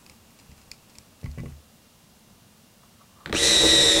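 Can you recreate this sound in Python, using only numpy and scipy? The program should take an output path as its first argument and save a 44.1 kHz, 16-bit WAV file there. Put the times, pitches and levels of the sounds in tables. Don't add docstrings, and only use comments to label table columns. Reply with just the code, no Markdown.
import sys
import numpy as np
from scipy import signal
from scipy.fft import rfft, irfft
from scipy.io import wavfile

SR = 44100
rng = np.random.default_rng(int(sys.argv[2]) if len(sys.argv) > 2 else 0)


def generate_wav(sig):
    pcm = np.round(np.clip(np.atleast_2d(sig).T, -1, 1) * 32767).astype(np.int16)
    wavfile.write(sys.argv[1], SR, pcm)


N = 176400
T = np.arange(N) / SR
MOTOR_START_S, TEETH = 3.327, 10
RUNNING = T > MOTOR_START_S

# t/s, whine/dB, rattle/dB
GEAR_LEVELS = [(3.33, -46, -43), (3.365, -27, -28), (3.39, -35, -25.5), (3.415, -31, -25),
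               (3.44, -23.5, -22), (3.5, -21, -22.5), (3.57, -19, -23.5), (3.645, -21.5, -24),
               (3.7, -17, -22.5), (3.76, -19, -24), (3.84, -19, -23.5), (3.92, -20, -24), (4.0, -22, -24)]


def amp(db):
    return 10 ** (np.asarray(db) / 20)


def unit(x):
    return x / np.sqrt(np.mean(x ** 2) + 1e-20)


def curve(rows, column=1):
    rows = np.array(rows)
    return np.interp(T, rows[:, 0], rows[:, column])


def level_at(spectrum, hz):
    f, db = np.transpose(spectrum)
    return np.interp(np.log(hz + 1), np.log(f), db)


def colour(x, spectrum, size=8192):
    log_gain = np.log(amp(level_at(spectrum, abs(np.fft.fftfreq(size, 1 / SR)))))
    taps = np.fft.ifft(np.exp(np.conj(signal.hilbert(log_gain)))).real[:size // 2]
    return signal.fftconvolve(x, taps / np.linalg.norm(taps))[:len(x)]


def wander(max_hz):
    band = np.fft.rfftfreq(N, 1 / SR) < max_hz
    return unit(irfft(rfft(rng.standard_normal(N)) * band, N))


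def scatter(spread_db):
    return amp(spread_db * rng.standard_normal(N)) * rng.choice([-1, 1], N)


def add(mix, start_s, sound):
    part = mix[round(start_s * SR):][:len(sound)]
    part += sound[:len(part)]


def bursts(rows):
    out, t = np.zeros(N), T[:SR // 4]
    for s, db, decay_s in rows:
        add(out, s, amp(db) * np.exp(-t / decay_s) * rng.choice([-1, 1], len(t)))
    return out


def ring(modes):
    t = T[:SR // 2]
    return sum(amp(db - 60 * t / t60_s) * np.sin(2 * np.pi * hz * t) for hz, db, t60_s in modes)


def room(air_db=-55.5, whistle_hz=2790, whistle_db=-72):
    # f/Hz, level/dB
    air_spectrum = [(15, -65), (25, -11.5), (64, -9), (101, -2), (119, -7.5), (233, -3), (267, -11.5),
                    (421, -15.5), (457, -13.5), (648, -15), (2060, -23), (2770, -22.5), (3000, -21),
                    (5730, -22), (15500, -28)]
    air = unit(colour(rng.standard_normal(N), air_spectrum))
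    whistle = np.sin(2 * np.pi * np.cumsum(whistle_hz + 8 * wander(33)) / SR)
    return amp(air_db) * air + amp(whistle_db) * whistle


def rubbing(levels, spectrum, uneven_db=2):
    envelope = amp(curve(levels) + uneven_db * wander(70))
    return colour(rng.standard_normal(N) * envelope, spectrum)


def handling(bump_decay_s=0.014):
    # t/s, click/dB, decay/s, bump/dB
    taps = [(0.064, -42, 0.002, -66), (0.097, -40, 0.0027, -52), (0.227, -69, .003, -63),
            (0.305, -54, 0.0025, -55), (0.388, -52.5, 0.008, -67), (.398, -47, 0.0034, -68),
            (0.515, -53, 0.0054, -42.5), (.578, -53, 0.0043, -52), (.615, -52, 0.0054, -49),
            (0.7154, -29.5, 0.0021, -45.5), (.734, -52, .006, -66), (0.896, -50.5, 0.0076, -56),
            (0.954, -48, 0.0046, -75), (0.985, -30, 0.0012, -49.5), (1.214, -49, .0025, -57),
            (1.242, -45, 0.0025, -30.5), (1.26, -51, 0.0016, -60), (1.315, -45.5, 0.0016, -60),
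            (1.402, -47.5, 0.0024, -53)]
    # f/Hz, level/dB
    click_spectrum = [(300, -16), (1100, -8), (1500, -19), (2050, 0), (2600, 1), (3100, -12), (4400, 0),
                      (5200, 2), (6200, -6), (7200, -2), (10000, -11), (15500, -22)]
    # f/Hz, level/dB
    bump_spectrum = [(25, -12), (70, 1.5), (140, -5.5), (240, -15.5), (400, -26), (1000, -40), (4000, -78)]
    # t/s, level/dB
    grip_levels = [(0, -60.5), (.12, -56), (.2, -64.5), (.4, -61.5), (.7, -63), (.8, -63.5), (.93, -60.5),
                   (1.15, -66.5), (1.5, -58), (1.7, -91)]
    # f/Hz, level/dB
    skin_spectrum = [(30, 2), (130, 3), (280, 3.5), (450, -6.5), (1100, -3), (1500, -13), (2100, -14),
                     (2600, -4.5), (3200, -19), (4500, -18.5), (7200, -12), (15500, -24)]
    clicks = colour(bursts((s, db, decay_s) for s, db, decay_s, _ in taps), click_spectrum)
    bumps = colour(bursts((s, db, bump_decay_s) for s, _, _, db in taps), bump_spectrum)
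    return clicks + bumps + rubbing(grip_levels, skin_spectrum)


def set_down(spot_spread_db=2, case_rise_s=.0015, low_cut_hz=45, clatter_db=-6, clatter_decay_s=.004):
    # t/s, thud/dB, contact/s, case ring/dB
    knocks = [(0.492, -41, 0.004, -73), (.517, -59, .005, -55), (1.231, -42.5, 0.00048, -50),
              (1.241, -36.5, .003, -48), (1.258, -32, 0.0029, -33.5), (1.277, -20, 0.0121, -70),
              (1.376, -33.5, 0.0012, -52), (1.383, -31.5, 0.0026, -36.5), (1.393, -27, 0.0042, -40),
              (1.401, -26, 0.00304, -43), (1.435, -34, 0.0011, -59), (1.457, -31, 0.0019, -37.5),
              (1.477, -63, 0.01, -75), (1.522, -34.5, 0.0067, -56)]
    # f/Hz, level/dB, t60/s
    table_modes = [(74.7, -5.5, 0.37), (101, -16, 0.38), (139.3, -1.5, 0.27), (169, -7.5, 0.19),
                   (241.7, -5, 0.2), (333, -6.5, 0.13), (412, -10, 0.11), (470, -3, 0.057),
                   (556, -9, 0.093), (662, -18, 0.17)]
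    # f/Hz, level/dB, t60/s
    case_modes = [(1110, -14, .07), (1335, -14, .02), (1700, -11, .01), (2005, -3, .04), (2270, -7, .045),
                  (2560, -12, .01), (2930, -13, .02)]
    # f/Hz, level/dB
    clatter_spectrum = [(300, -3), (650, 0), (1300, -2), (1700, 0.5), (2800, -6), (3500, -17), (5200, -15),
                        (12000, -27)]
    ringing, table = np.zeros(N), ring(table_modes)
    for s, thud_db, contact_s, case_db in knocks:
        push = np.sin(np.pi * np.minimum(T[:SR // 20] / contact_s, 1))
        add(ringing, s, -amp(thud_db) * signal.fftconvolve(table, push / push.sum()))
        case = ring((hz, db + spot_spread_db * rng.standard_normal(), t60) for hz, db, t60 in case_modes)
        rise = np.minimum(T[:len(case)] / case_rise_s, 1)
        add(ringing, s, amp(case_db) * case * rise)
    ringing = signal.lfilter(*signal.butter(2, low_cut_hz, "high", fs=SR), ringing)
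    clatter = bursts((s, db + clatter_db, clatter_decay_s) for s, _, _, db in knocks)
    return ringing + colour(clatter, clatter_spectrum)


def pencil(clunk_decay_s=.012):
    # t/s, level/dB
    slide_levels = [(2.828, -80), (2.835, -55), (2.87, -75), (2.98, -74), (3.015, -54.5), (3.07, -72),
                    (3.16, -64), (3.205, -54.5), (3.25, -60), (3.3, -82)]
    # f/Hz, level/dB
    guide_spectrum = [(300, -19), (900, -7.5), (1200, 3), (1600, -19), (4000, -25), (12000, -35)]
    # t/s, snap/dB, decay/s, clunk/dB
    latch = [(3.2598, -22, 0.0017, -34.5), (3.272, -46, 0.016, -31.5), (3.2961, -29.5, 0.00098, -29.5),
             (3.307, -57, 0.0066, -34), (3.3272, -13.5, 0.0012, -23), (3.339, -33, 0.0044, -43),
             (3.348, -22, 0.0026, -22)]
    # f/Hz, level/dB
    snap_spectrum = [(200, -27), (1000, -5), (1900, 6), (2800, -7.5), (3900, 1), (5500, -21.5), (8000, -15),
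                     (11000, -32), (15500, -49)]
    # f/Hz, level/dB
    clunk_spectrum = [(30, -11), (130, -0.5), (230, -4), (340, -2), (480, -8.5), (750, -18), (2000, -24),
                      (8000, -46)]
    snaps = colour(bursts((s, db, decay_s) for s, db, decay_s, _ in latch), snap_spectrum)
    clunks = colour(bursts((s, db, clunk_decay_s) for s, _, _, db in latch), clunk_spectrum)
    return rubbing(slide_levels, guide_spectrum) + snaps + clunks


def whine(turns, backlash_rad=.15, backlash_hz=170):
    orders = [10, 20, 29, 40, 51, 61]
    # level/dB, phase swing/rad
    partials = [(1, 0.32), (4, 1), (-6.5, 1.2), (-4, 1.4), (-4.5, 0.4), (-13, .5)]
    # f/Hz, gain/dB
    housing = [(1300, 2), (1650, -5.5), (1950, -4), (2200, 5.5), (2530, 6), (2800, 8.5), (3450, 2),
               (3850, 7.5), (4200, -1), (5700, 3), (7700, 2.5), (9800, -6.5), (11700, -25), (15500, 0)]
    shaft_rad = 2 * np.pi * turns
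    pinion_rad = shaft_rad + backlash_rad * wander(backlash_hz) / TEETH
    tone = sum(amp(db) * np.cos(order * pinion_rad + swing_rad * np.sin(shaft_rad))
               for order, (db, swing_rad) in zip(orders, partials))
    tone = colour(tone, housing)
    return tone / tone[RUNNING].std() * amp(curve(GEAR_LEVELS, column=1))


def rattle(turns, shaft_hz, slide_gain=0.68, turn_depth=0.26, buzz_db=-7.5):
    # f/Hz, level/dB
    rattle_spectrum = [(100, -16), (700, -9.5), (1400, -11.5), (1750, -2), (1970, 6.5), (2180, -10.5),
                       (2450, -1.5), (2850, -9), (3400, 1), (3850, 10), (4250, 1.5), (4750, -4.5),
                       (5700, 0.5), (6600, -6.5), (7700, -1.5), (8400, -4), (9300, -7.5), (9800, -8),
                       (10800, -26), (11700, -14.5), (12300, -28), (15500, -62)]
    # f/Hz, level/dB
    buzz_spectrum = [(190, 4.5), (385, 12), (575, -5), (900, -1.5), (1700, 4.5), (2500, 5), (3100, 8),
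                     (4400, -23), (5500, 5), (7000, -0.5), (9500, 4.5), (11000, -6), (15500, -28)]
    strikes = np.diff(np.floor(turns * TEETH), prepend=0) * scatter(spread_db=1.5)
    slide = rng.standard_normal(N) * (1 + np.cos(2 * np.pi * TEETH * turns) / 2)
    force = strikes / strikes[RUNNING].std() + slide_gain * slide
    force *= 1 + turn_depth * np.cos(2 * np.pi * turns)
    noise = colour(force / force[RUNNING].std(), rattle_spectrum)
    buzz = np.zeros(N)
    for order in range(1, 70):
        gain = amp(level_at(buzz_spectrum, order * shaft_hz[RUNNING]))
        buzz[RUNNING] += gain * np.cos(2 * np.pi * (order * turns[RUNNING] + rng.random()))
    buzz[RUNNING] = unit(buzz[RUNNING])
    return (noise + amp(buzz_db) * buzz) * amp(curve(GEAR_LEVELS, column=2))


def chatter(turns, decay_turns=0.72):
    # t/s, level/dB
    slack_levels = [(3.33, -50), (3.37, -35), (3.42, -32), (3.44, -26), (3.52, -28), (3.58, -35),
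                    (4.0, -36)]
    # f/Hz, level/dB
    slap_spectrum = [(1000, -40), (2500, -3), (3100, -13), (4600, -13), (5750, 3.5), (6300, -1),
                     (6900, -2.5), (8300, -10), (9500, -9), (10500, -16), (12000, -23), (15500, -38)]
    slaps = np.exp(-(turns % 1) / decay_turns) * rng.standard_normal(N)
    return colour(slaps / slaps[RUNNING].std(), slap_spectrum) * amp(curve(slack_levels))


def blade(chips_per_s=900, rasp_db=-2.5, ring_db=-3.5):
    # t/s, level/dB
    bite_levels = [(3.33, -27.5), (3.37, -38.5), (3.426, -30), (3.608, -29), (3.658, -20), (3.684, -30.5),
                   (3.718, -27), (3.782, -29), (3.884, -26.5), (3.934, -32.5), (3.966, -25), (4.0, -29)]
    # f/Hz, level/dB
    rasp_spectrum = [(25, -17), (70, 0.5), (105, -24), (135, -3.5), (200, -9), (285, -17), (330, 7.5),
                     (365, -8), (410, -7), (470, 5.5), (530, -2), (640, -9), (850, -11.5), (1250, -16.5),
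                     (2000, -45), (6000, -37)]
    # f/Hz, level/dB, t60/s
    modes = [(70, -10.5, .3), (139.7, -4, 0.29), (327, 1, 0.38), (388, -6, 0.44), (464, -2, 0.22),
             (567.7, 2, 0.28)]
    chips = (rng.random(N) < chips_per_s / SR) * scatter(spread_db=2.5)
    rasp = unit(colour(chips, rasp_spectrum))
    ringing = unit(signal.fftconvolve(chips, ring(modes))[:N])
    return (amp(rasp_db) * rasp + amp(ring_db) * ringing) * amp(curve(bite_levels))


def motor(speed_jitter=.0012):
    # t/s, f/Hz
    shaft_speed = [(3.328, 55), (3.348, 107), (3.362, 130), (3.386, 165.5), (3.414, 190.5), (3.44, 199.8),
                   (3.505, 201), (3.57, 190.6), (3.61, 192.8), (3.655, 192), (3.69, 196), (3.744, 191.4),
                   (3.836, 191), (3.9, 187.8), (3.96, 182.9), (4.0, 183.5)]
    shaft_hz = curve(shaft_speed) * (1 + speed_jitter * wander(60))
    turns = np.cumsum(shaft_hz * RUNNING) / SR
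    return RUNNING * (whine(turns) + rattle(turns, shaft_hz) + chatter(turns) + blade())


def scene(echo_db=-14, echo_t60_s=.18, echo_delay_s=.004):
    direct = handling() + set_down() + pencil() + motor()
    t = T[:SR // 3]
    tail = rng.standard_normal(len(t)) * amp(-60 * t / echo_t60_s) * (t > echo_delay_s)
    echo = signal.fftconvolve(direct, tail / np.linalg.norm(tail))[:N]
    return (direct + amp(echo_db) * echo + room())[None]


def record(dry):
    taps = signal.firwin(511, 15850, window=("kaiser", 9), fs=SR)
    return signal.oaconvolve(dry, taps[None], "same")


dry = scene()
out = record(dry)
generate_wav(out)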